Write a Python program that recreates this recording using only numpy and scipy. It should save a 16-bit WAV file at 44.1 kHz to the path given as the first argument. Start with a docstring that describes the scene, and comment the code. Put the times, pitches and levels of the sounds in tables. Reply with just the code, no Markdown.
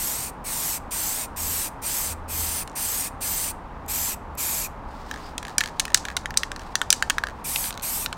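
"""Far traffic and a low engine drone lie under a lawn, heard at one close microphone. From the start a
spray can paints plastic parts in ten short squirts, its turbulent jet swept to and fro so that the
reflections off the parts shift. Near 4 s a puff of wind rumbles. From about 5 s the painter steps round
in rustling clothes while the mixing ball strikes the can's base and wall into ringing.
At 7.4 s two more squirts begin, over the last few knocks."""
import sys
import numpy as np
from scipy import signal
from scipy.fft import rfft, irfft
from scipy.io import wavfile
from scipy.ndimage import uniform_filter1d, map_coordinates

SR = 44100
rng = np.random.default_rng(int(sys.argv[2]) if len(sys.argv) > 2 else 0)


def waveform_to_disk(signal):
    """Save audio, clipped to [-1, 1], as 16-bit WAV at the path in sys.argv[1]."""
    frames = np.transpose(np.atleast_2d(signal))
    scaled = np.clip(frames, -1, 1) * 32767
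    samples = np.round(scaled).astype(np.int16)
    wavfile.write(sys.argv[1], SR, samples)


N = 360293
TIME = np.arange(N) / SR


def from_db(db):
    """Amplitude grows tenfold for every 20 dB."""
    return 10 ** (np.asarray(db) / 20)


def unit_rms(x):
    """Normalisation to a mean power of 1."""
    return x / np.sqrt(np.mean(x ** 2) + 1e-20)


def noise(spectrum):
    """Spectral shaping colours white noise by (Hz, dB) points; rms 1."""
    hz, db = np.transpose(spectrum)
    log_hz = np.log(np.fft.rfftfreq(N, 1 / SR) + 1)
    gain = from_db(np.interp(log_hz, np.log(hz), db, left=-np.inf))
    return unit_rms(irfft(rfft(rng.standard_normal(N)) * gain, N))


def drift(rate_hz):
    """Low-pass filtering turns noise into a slow random fluctuation; rms 1."""
    r = np.exp(-2 * np.pi * rate_hz / SR)
    return unit_rms(signal.lfilter([1], [1, -2 * r, r * r], rng.standard_normal(N + SR))[SR:])


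def resonant_noise(centre_hz, width_hz, block=256):
    """A moving resonance, applied twice, selects one band of noise; rms 1."""
    out, state = rng.standard_normal(N), np.zeros((2, 2))
    r = np.exp(-np.pi * width_hz / SR)
    for i in range(0, N, block):
        section = [1, 0, -1, 1, -2 * r * np.cos(2 * np.pi * centre_hz[i] / SR), r * r]
        out[i:i + block], state = signal.sosfilt([section, section], out[i:i + block], zi=state)
    return unit_rms(out)


def swells(rows):
    """Gaussian envelopes add up to one gain curve."""
    return sum(from_db(db) * np.exp(-((TIME - s) / half_s) ** 2) for s, half_s, db in rows)


# Tyre roar. Each row: frequency in Hz, relative spectral density in dB.
TRAFFIC_SPECTRUM = [(18, 5.5), (32, 6), (48, 5), (100, -2), (190, -3), (255, -2.5), (350, -8), (660, -6.5),
                    (890, -1.5), (1130, -5), (1450, -12), (2100, -20.5), (3400, -31.5), (8000, -44.5),
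                    (16000, -54)]
# Each row: loudest moment in seconds, half length in seconds, level in dB.
ENGINE_SWELLS = [(1.48, .12, -39.5), (2.14, .08, -40.5), (2.4, .14, -38.7), (3.2, .15, -50),
                 (4.1, 0.47, -52), (5.0, 0.28, -52), (7.2, 0.24, -51)]
# Each row: time in seconds, pitch in Hz.
ENGINE_PITCH = [(0, 77), (1.3, 80.4), (2.4, 80), (3.3, 81), (4.6, 71), (5.6, 65), (8.17, 64)]

def street():
    """Far tyres give broadband noise; an engine gives a tone whose pitch falls as it slows."""
    hz = np.interp(TIME, *np.transpose(ENGINE_PITCH))
    phase = 2 * np.pi * np.cumsum(hz * (1 + 0.0058 * drift(3.7))) / SR
    engine_rms = (from_db(-55) + swells(ENGINE_SWELLS)) * from_db(1.7 * drift(8.6))
    tyres = from_db(-38 + 0.12 * drift(1.6)) * noise(TRAFFIC_SPECTRUM)
    return np.sqrt(2) * engine_rms * np.sin(phase) + tyres


def breeze():
    """Pressure fluctuations in a puff of wind rumble on the microphone."""
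    return swells([(3.95, .5, -44)]) * noise([(20, 1), (45, 0), (90, -11), (200, -26), (1000, -73)])


def garden_echoes(x, early_db, early_t60, late_db, late_t60):
    """Scattering off near things and a faint tail from fences and walls return a duller sound."""
    t = np.arange(SR // 2) / SR
    near, far = rng.standard_normal((2, len(t))) * (t > .003)
    near = near * rng.exponential(1, len(t)) * from_db(-60 * t / early_t60)
    far = far * from_db(-60 * t / late_t60)
    response = from_db(early_db) * near / np.linalg.norm(near)
    response += from_db(late_db) * far / np.linalg.norm(far)
    response = signal.sosfilt(signal.butter(2, 9500, fs=SR, output="sos"), response)
    return signal.fftconvolve(x, response)[:N]


# Each row: frequency in Hz, relative spectral density in dB.
CLOTH_SPECTRUM = [(900, -12), (1800, 0), (3000, -1.2), (4800, 0), (6500, -7), (9000, -9), (10500, -18),
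                  (13000, -16), (16000, -20)]
# Rubbing at each step. Each row: middle in seconds, half length in seconds, level in dB.
STEP_RUBS = [(4.95, 0.069, -56.5), (5.12, 0.14, -53.5), (5.26, 0.086, -53.5), (5.51, .03, -53),
             (5.75, 0.21, -58), (6.08, 0.061, -52.5), (6.66, 0.084, -54.5), (7.05, .2, -57),
             (7.39, .06, -61.5)]

def clothes():
    """Friction of cloth and soles makes uneven noise; one rub has a narrow, zipping note."""
    zipping = swells([(5.26, 0.031, -51)]) * resonant_noise(np.full(N, 4800), width_hz=700)
    return swells(STEP_RUBS) * from_db(2.3 * drift(40)) * noise(CLOTH_SPECTRUM) + zipping


def struck(modes, t, scatter, spread_db, crack):
    """An impact excites damped modes and a noisy crack, with the energy of 10 ms at rms 1."""
    hz, db, t60 = np.transpose(modes)[:, :, None]
    # where the ball lands shifts and weights each mode, here by chance
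    detune, weight, side = rng.standard_normal((3, len(modes), 1))
    envelopes = np.sign(side) * from_db(db + spread_db * weight - 60 * t / t60)
    rings = envelopes * np.sin(2 * np.pi * hz * (1 + scatter * detune) * t)
    # the crack spans the modes and falls away on either side
    octaves = np.log2(np.fft.rfftfreq(len(t), 1 / SR) + 1)
    order = np.argsort(hz[:, 0])
    centres = np.log2(hz[order, 0])
    octaves_outside = np.abs(octaves - np.clip(octaves, centres[0], centres[-1]))
    colour = from_db(np.interp(octaves, centres, db[order, 0]) - 9.2 * octaves_outside)
    burst = irfft(rfft(rng.standard_normal(len(t))) * colour, len(t))
    burst *= from_db(-60 * t / (0.49 * t60.mean()))
    attack = 1 - np.exp(-t / 0.00013)
    blow = (unit_rms(rings.sum(axis=0)) + crack * unit_rms(burst)) * attack
    return blow / np.sqrt(np.sum(blow ** 2) / (.01 * SR))


# Steel wall modes. Each row: frequency in Hz, relative level in dB, 60 dB decay time in seconds.
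WALL_LOW_MODES = [(940, -9, 0.0092), (2384, -1, 0.02), (2740, 0.5, 0.015), (3160, 0.5, 0.014),
                  (3360, -4.5, 0.021), (3810, 1.5, 0.016), (4180, -3, 0.021), (4460, -2.5, 0.012)]
WALL_HIGH_MODES = [(5240, -0.5, 0.014), (5950, -2, 0.012), (6360, 0, 0.019), (7060, 0, 0.014),
                   (7590, -5, 0.014), (8360, -2.5, 0.013), (8890, -3.5, 0.015), (10900, -15, 0.0052),
                   (11140, -17.5, .009), (12150, -20, 0.0076), (14500, -16, 0.0048)]

def wall_hit(clank_db, tick_db, t):
    """Damping cuts the thin wall's modes short: a dry clank and a brighter tick."""
    blow = dict(scatter=.07, spread_db=2.4, crack=1.2)
    clank = from_db(clank_db + 0.63) * struck(WALL_LOW_MODES, t, **blow)
    tick = from_db(tick_db - 1.7) * struck(WALL_HIGH_MODES, t, **blow)
    return clank + tick


# Each row: time in seconds, pitch of the base in Hz, relative level in dB,
# place from 0 (base) to 1 (rim), gap to the first bounce in seconds (0 for none).
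BALL_KNOCKS = [(2.676, 1700, -39.5, .55, 0), (2.697, 1720, -49, 0.67, 0.019),
               (5.1123, 1700, -30, 0.14, 0.028), (5.38, 1940, -28, 0.62, 0.00021),
               (5.4282, 1660, -38.5, 0.26, 0.00099), (5.4512, 1670, -36.5, 0.24, 0.017),
               (5.482, 1710, -39, 0.2, 0.013), (5.582, 1545, -14.5, 0.7, 0), (5.607, 2000, -25, .45, 0),
               (5.611, 1720, -21, 0, 0), (5.6369, 1700, -27.5, 0.33, 0.022),
               (5.7966, 2125, -18, 0.68, 0.0032), (5.853, 1310, -30, 0.51, 0),
               (5.88, 1770, -34, 0.15, .023), (5.9443, 1800, -16.5, 0.94, 0),
               (5.9454, 1750, -11.5, .75, 0.00013), (5.974, 1840, -30.5, 0.79, 0.0036),
               (6.0523, 1671, -31, .24, 0.00061), (6.0849, 1700, -30.5, 0.11, 0.017),
               (6.1672, 1390, -23, 0.53, 0.0022), (6.2577, 1760, -28, 0.14, .0485),
               (6.373, 1739, -12, 1, 0.0011), (6.4334, 1880, -24, 0.17, 0), (6.517, 1610, -30, 0.25, 0.045),
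               (6.7545, 1830, -18, 0.59, 0), (6.8155, 1464, -20.5, 0.12, 0.00012),
               (6.904, 1329, -11, 0.83, 0), (6.9272, 1690, -15, .68, 0.00038),
               (7.0247, 1590, -17.5, 0.11, 0), (7.0987, 1629, -19.5, 0.59, 0.00071),
               (7.104, 1630, -21, .12, 0), (7.1828, 1650, -20.5, 0.04, 0), (7.2374, 1610, -21, 0, 0),
               (7.2697, 1647, -31.5, 0.075, 0.016), (7.5596, 2070, -24, 0.48, 0),
               (7.641, 1600, -34.5, .45, .016), (7.7066, 1460, -33.5, 0.53, 0.02),
               (7.7756, 1490, -38, 0.43, .021), (8.0609, 1430, -26.5, 0.44, 0),
               (8.1275, 1513, -30, 0.31, 0)]

def contacts(bounces=4, restitution=.72, loss_db=5.5):
    """Inelastic collision: after a knock, each bounce comes sooner and weaker than the last."""
    for s, hz, db, place, gap_s in BALL_KNOCKS:
        yield s, hz, db, place
        for bounce in range(bounces if gap_s > 0 else 0):
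            s += gap_s * restitution ** bounce
            yield s, hz, db - loss_db * (bounce + 1), place


# Each row: place from 0 (base) to 1 (rim), then gains of base ring, wall clank and tick in dB.
GAINS_BY_PLACE = [(0, -0.5, -12.5, -18), (.2, -.5, -6, -6.5), (.45, -6.5, 0.5, -7), (.75, -14.5, -8.5, 1),
                  (1, -42, -20, -1.5)]

def mixing_ball(size=2048):
    """The point of impact sets how strongly the paint-damped base and the steel wall ring."""
    base, wall = np.zeros((2, N + size))
    t = np.arange(size) / SR
    places, *gains_db = np.transpose(GAINS_BY_PLACE)
    for s, hz, db, place in contacts():
        i = round(s * SR)
        base_db, clank_db, tick_db = (db + np.interp(place, places, gain) for gain in gains_db)
        base_modes = [(hz * 0.65, -21, .007), (hz * 0.737, -10.5, .009), (hz, 0, .017),
                      (hz * 1.102, -11, .02), (1790, -24, .09)]
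        base[i:i + size] += from_db(base_db) * struck(base_modes, t, scatter=.01, spread_db=2.5, crack=.45)
        wall[i:i + size] += wall_hit(clank_db, tick_db, t)
    # the knocks carry nothing below about 600 Hz
    low_cut = signal.butter(3, 620, "high", fs=SR, output="sos")
    return signal.sosfilt(low_cut, np.array([base[:N], wall[:N]]) + 1e-18)


def dome_ring(wall, coupling_db, hz, t60):
    """Sympathetic resonance: knocks on the wall leave the can's dome ringing faintly."""
    r, w = from_db(-60 / (t60 * SR)), 2 * np.pi * hz / SR
    ring = signal.lfilter([0, np.sin(w)], [1, -2 * r * np.cos(w), r * r], wall + 1e-18)
    return from_db(coupling_db) * ring


# Paint inside the can. Each row: frequency in Hz, relative spectral density in dB.
SLOSH_SPECTRUM = [(1200, -5), (2500, -15), (4500, 2), (7000, 0.5), (9000, -7), (12000, -13), (16000, -23)]

def slosh(wall, gain_db, t60):
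    """The energy of hard knocks flings paint about, and its spatter decays exponentially."""
    r = from_db(-120 / (t60 * SR))
    stirred = np.sqrt(signal.lfilter([1 - r], [1, -r], wall ** 2 + 1e-18))
    return from_db(gain_db + 2.3 * drift(150)) * stirred * noise(SLOSH_SPECTRUM)


# One squirt per arm stroke. Each row: opening, shutting and press time in seconds; relative level at
# start and end in dB; moment of facing the listener and time to turn away in seconds; main resonance
# and sizzle in Hz; relative hollow note level in dB; reflection lag at start, middle and end in ms.
SPRAY_STROKES = [(-.05, 0.308, .004, -27, -32, 0.091, 0.094, 7730, 12300, -40, 0.85, 0.55, .44),
                 (.439, 0.787, .02, -29.5, -28, .66, .11, 7730, 12400, -39, 0.5, 0.62, .88),
                 (.906, 1.265, .01, -27.5, -29, 1.07, 0.081, 7700, 12300, -33, 0.7, 0.67, .53),
                 (1.36, 1.692, .0085, -31, -26.5, 1.48, 0.14, 7900, 12500, -35, 0.54, .72, 0.85),
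                 (1.816, 2.143, 0.02, -27.5, -29, 1.98, 0.088, 7640, 12500, -37, .73, 0.64, 0.72),
                 (2.277, 2.639, 0.039, -28.5, -27.5, 2.375, 0.11, 8000, 12600, -35, 0.65, 0.65, .69),
                 (2.752, 3.093, .0076, -28.5, -28, 2.925, 0.11, 7970, 12600, -35, 0.7, 0.64, 0.6),
                 (3.205, 3.522, 0.01, -28.5, -28, 3.32, 0.1, 7870, 12700, -35, .68, 0.65, 0.71),
                 (3.878, 4.152, 0.011, -28.5, -28, 3.995, .2, 7600, 12200, -22, .87, .66, .78),
                 (4.372, 4.677, 0.014, -27.5, -29, 4.48, 0.32, 7500, 12200, -19, 0.77, 0.6, 0.89),
                 (7.44, 7.713, 0.0095, -30.5, -29.5, 7.56, .19, 8400, 11820, -35, .35, 0.61, 0.7),
                 (7.82, 8.069, 0.0046, -29.5, -31, 7.942, .2, 8200, 12110, -37, 0.56, 0.41, 0.29)]

def arm_sweep(away_rise_hz=1080):
    """Source motion: the can faces the listener once a stroke; turned away, its resonance rises."""
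    curves = np.zeros((6, N))
    for opens, shuts, _, start_db, end_db, facing_s, turn_s, *tone in SPRAY_STROKES:
        hz, sizzle_hz, hollow_db, *lags_ms = tone
        now = TIME > opens - .04
        along = np.clip((TIME[now] - opens) / (shuts - opens), 0, 1)
        level_db = start_db + (end_db - start_db) * along
        away = 1 - np.exp(-((TIME[now] - facing_s) / turn_s) ** 2)
        centre_hz = hz + away_rise_hz * away
        lag_ms = np.polyval(np.polyfit([0, .5, 1], lags_ms, 2), along)
        curves[:, now] = np.broadcast_arrays(level_db, away, centre_hz, sizzle_hz, hollow_db, lag_ms)
    return curves


# The nozzle spits as the finger takes up the button. Each entry: start in seconds.
SPIT_TIMES = [3.861, 4.3505]

def valve(close_s, bleed_db, bleed_s, spit_s=.004, spit_db=-22):
    """Throttling: flow swells with the press and narrows before shutting; the nozzle then bleeds empty."""
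    flow = np.zeros(N)
    for opens, shuts, press_s, *_ in SPRAY_STROKES:
        on = (TIME > opens) & (TIME < shuts)
        opening = 1 - np.exp((opens - TIME[on]) / press_s)
        closing = 1 - np.exp((TIME[on] - shuts) / close_s)
        flow[on] = opening * closing
    for s in SPIT_TIMES:
        flow[(TIME > s) & (TIME < s + spit_s)] = from_db(spit_db)
    r = np.exp(-1 / (bleed_s * SR))
    return flow + from_db(bleed_db) * signal.lfilter([1 - r], [1, -r], flow + 1e-18)


def delayed(x, ms):
    """Propagation over a changing path delays a sound by a moving lag."""
    return map_coordinates(x, [np.arange(N) - ms * SR / 1000], order=3)


# Parts at different distances. Each row: multiple of the lag, gain in dB.
PART_ECHOES = [(1, -9.2), (1.2, -18.5), (1.5, -17)]

def with_reflections(jet, lag_ms):
    """Comb filtering: treble off the small parts and all bands off the ground interfere with the jet."""
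    lag_ms = lag_ms + .016 * drift(10)
    treble = signal.sosfilt(signal.butter(1, 5500, "high", fs=SR, output="sos"), jet)
    parts = sum(from_db(db) * delayed(treble, path * lag_ms) for path, db in PART_ECHOES)
    ground = .15 * delayed(jet, lag_ms + 2.25)
    return jet + parts + ground


# The jet's broad rush. Each row: frequency in Hz, relative spectral density in dB.
JET_SPECTRUM = [(700, -17), (1500, -3), (2400, -0.5), (3200, -3), (4500, 0), (6400, 2), (9000, -3.5),
                (10500, -11), (13500, 2), (16000, -2)]

def spray(away_loss_db=9.5):
    """Turbulence gives a broad rush and drives nozzle resonances, fluttering as the paint breaks up."""
    level_db, away, centre_hz, sizzle_hz, hollow_db, lag_ms = arm_sweep()
    flow = valve(close_s=0.022, bleed_db=-20.5, bleed_s=0.024)
    rush = from_db(-2.5 - 0.42 * away) * noise(JET_SPECTRUM)
    body_gain = from_db(-3.5 + .8 * away + 0.71 * drift(16))
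    body = body_gain * resonant_noise(centre_hz + 130 * drift(11.4), width_hz=2400)
    sizzle_gain = from_db(-1.7 - away_loss_db * away + 0.57 * drift(13))
    sizzle = sizzle_gain * resonant_noise(sizzle_hz + 200 * drift(8.9), width_hz=3100)
    # a hollow note comes through while the valve is only partly open
    throttled = np.sqrt(np.clip(1 - uniform_filter1d(flow, size=4000), 0, 1))
    hollow_gain = from_db(hollow_db) + from_db(-11.5) * throttled
    hollow = hollow_gain * resonant_noise(2450 + 60 * drift(10), width_hz=350)
    jet = (rush + body + sizzle + hollow) * from_db(level_db - 1.47 + .5 * drift(60)) * flow
    return with_reflections(jet, lag_ms)


def scene():
    """Superposition of can, echoes, painter and background, alike in both channels."""
    base, wall = mixing_ball()
    hiss = spray()
    dome = dome_ring(wall, coupling_db=-50.5, hz=1780, t60=0.18)
    can = hiss + base + wall + dome + slosh(wall, gain_db=-19.5, t60=0.22)
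    echoes = garden_echoes(wall + .5 * base + 0.95 * hiss,
                           early_db=-18, early_t60=0.043, late_db=-21.5, late_t60=0.3)
    return np.tile(can + echoes + clothes() + street() + breeze(), (2, 1))


def record(dry):
    """Overload clips the hardest knocks; a steep low-pass stops everything above 16.5 kHz."""
    return signal.sosfilt(signal.cheby2(16, 60, 16500, fs=SR, output="sos"), np.clip(dry, -1, 1))


dry = scene()
out = record(dry)
waveform_to_disk(out)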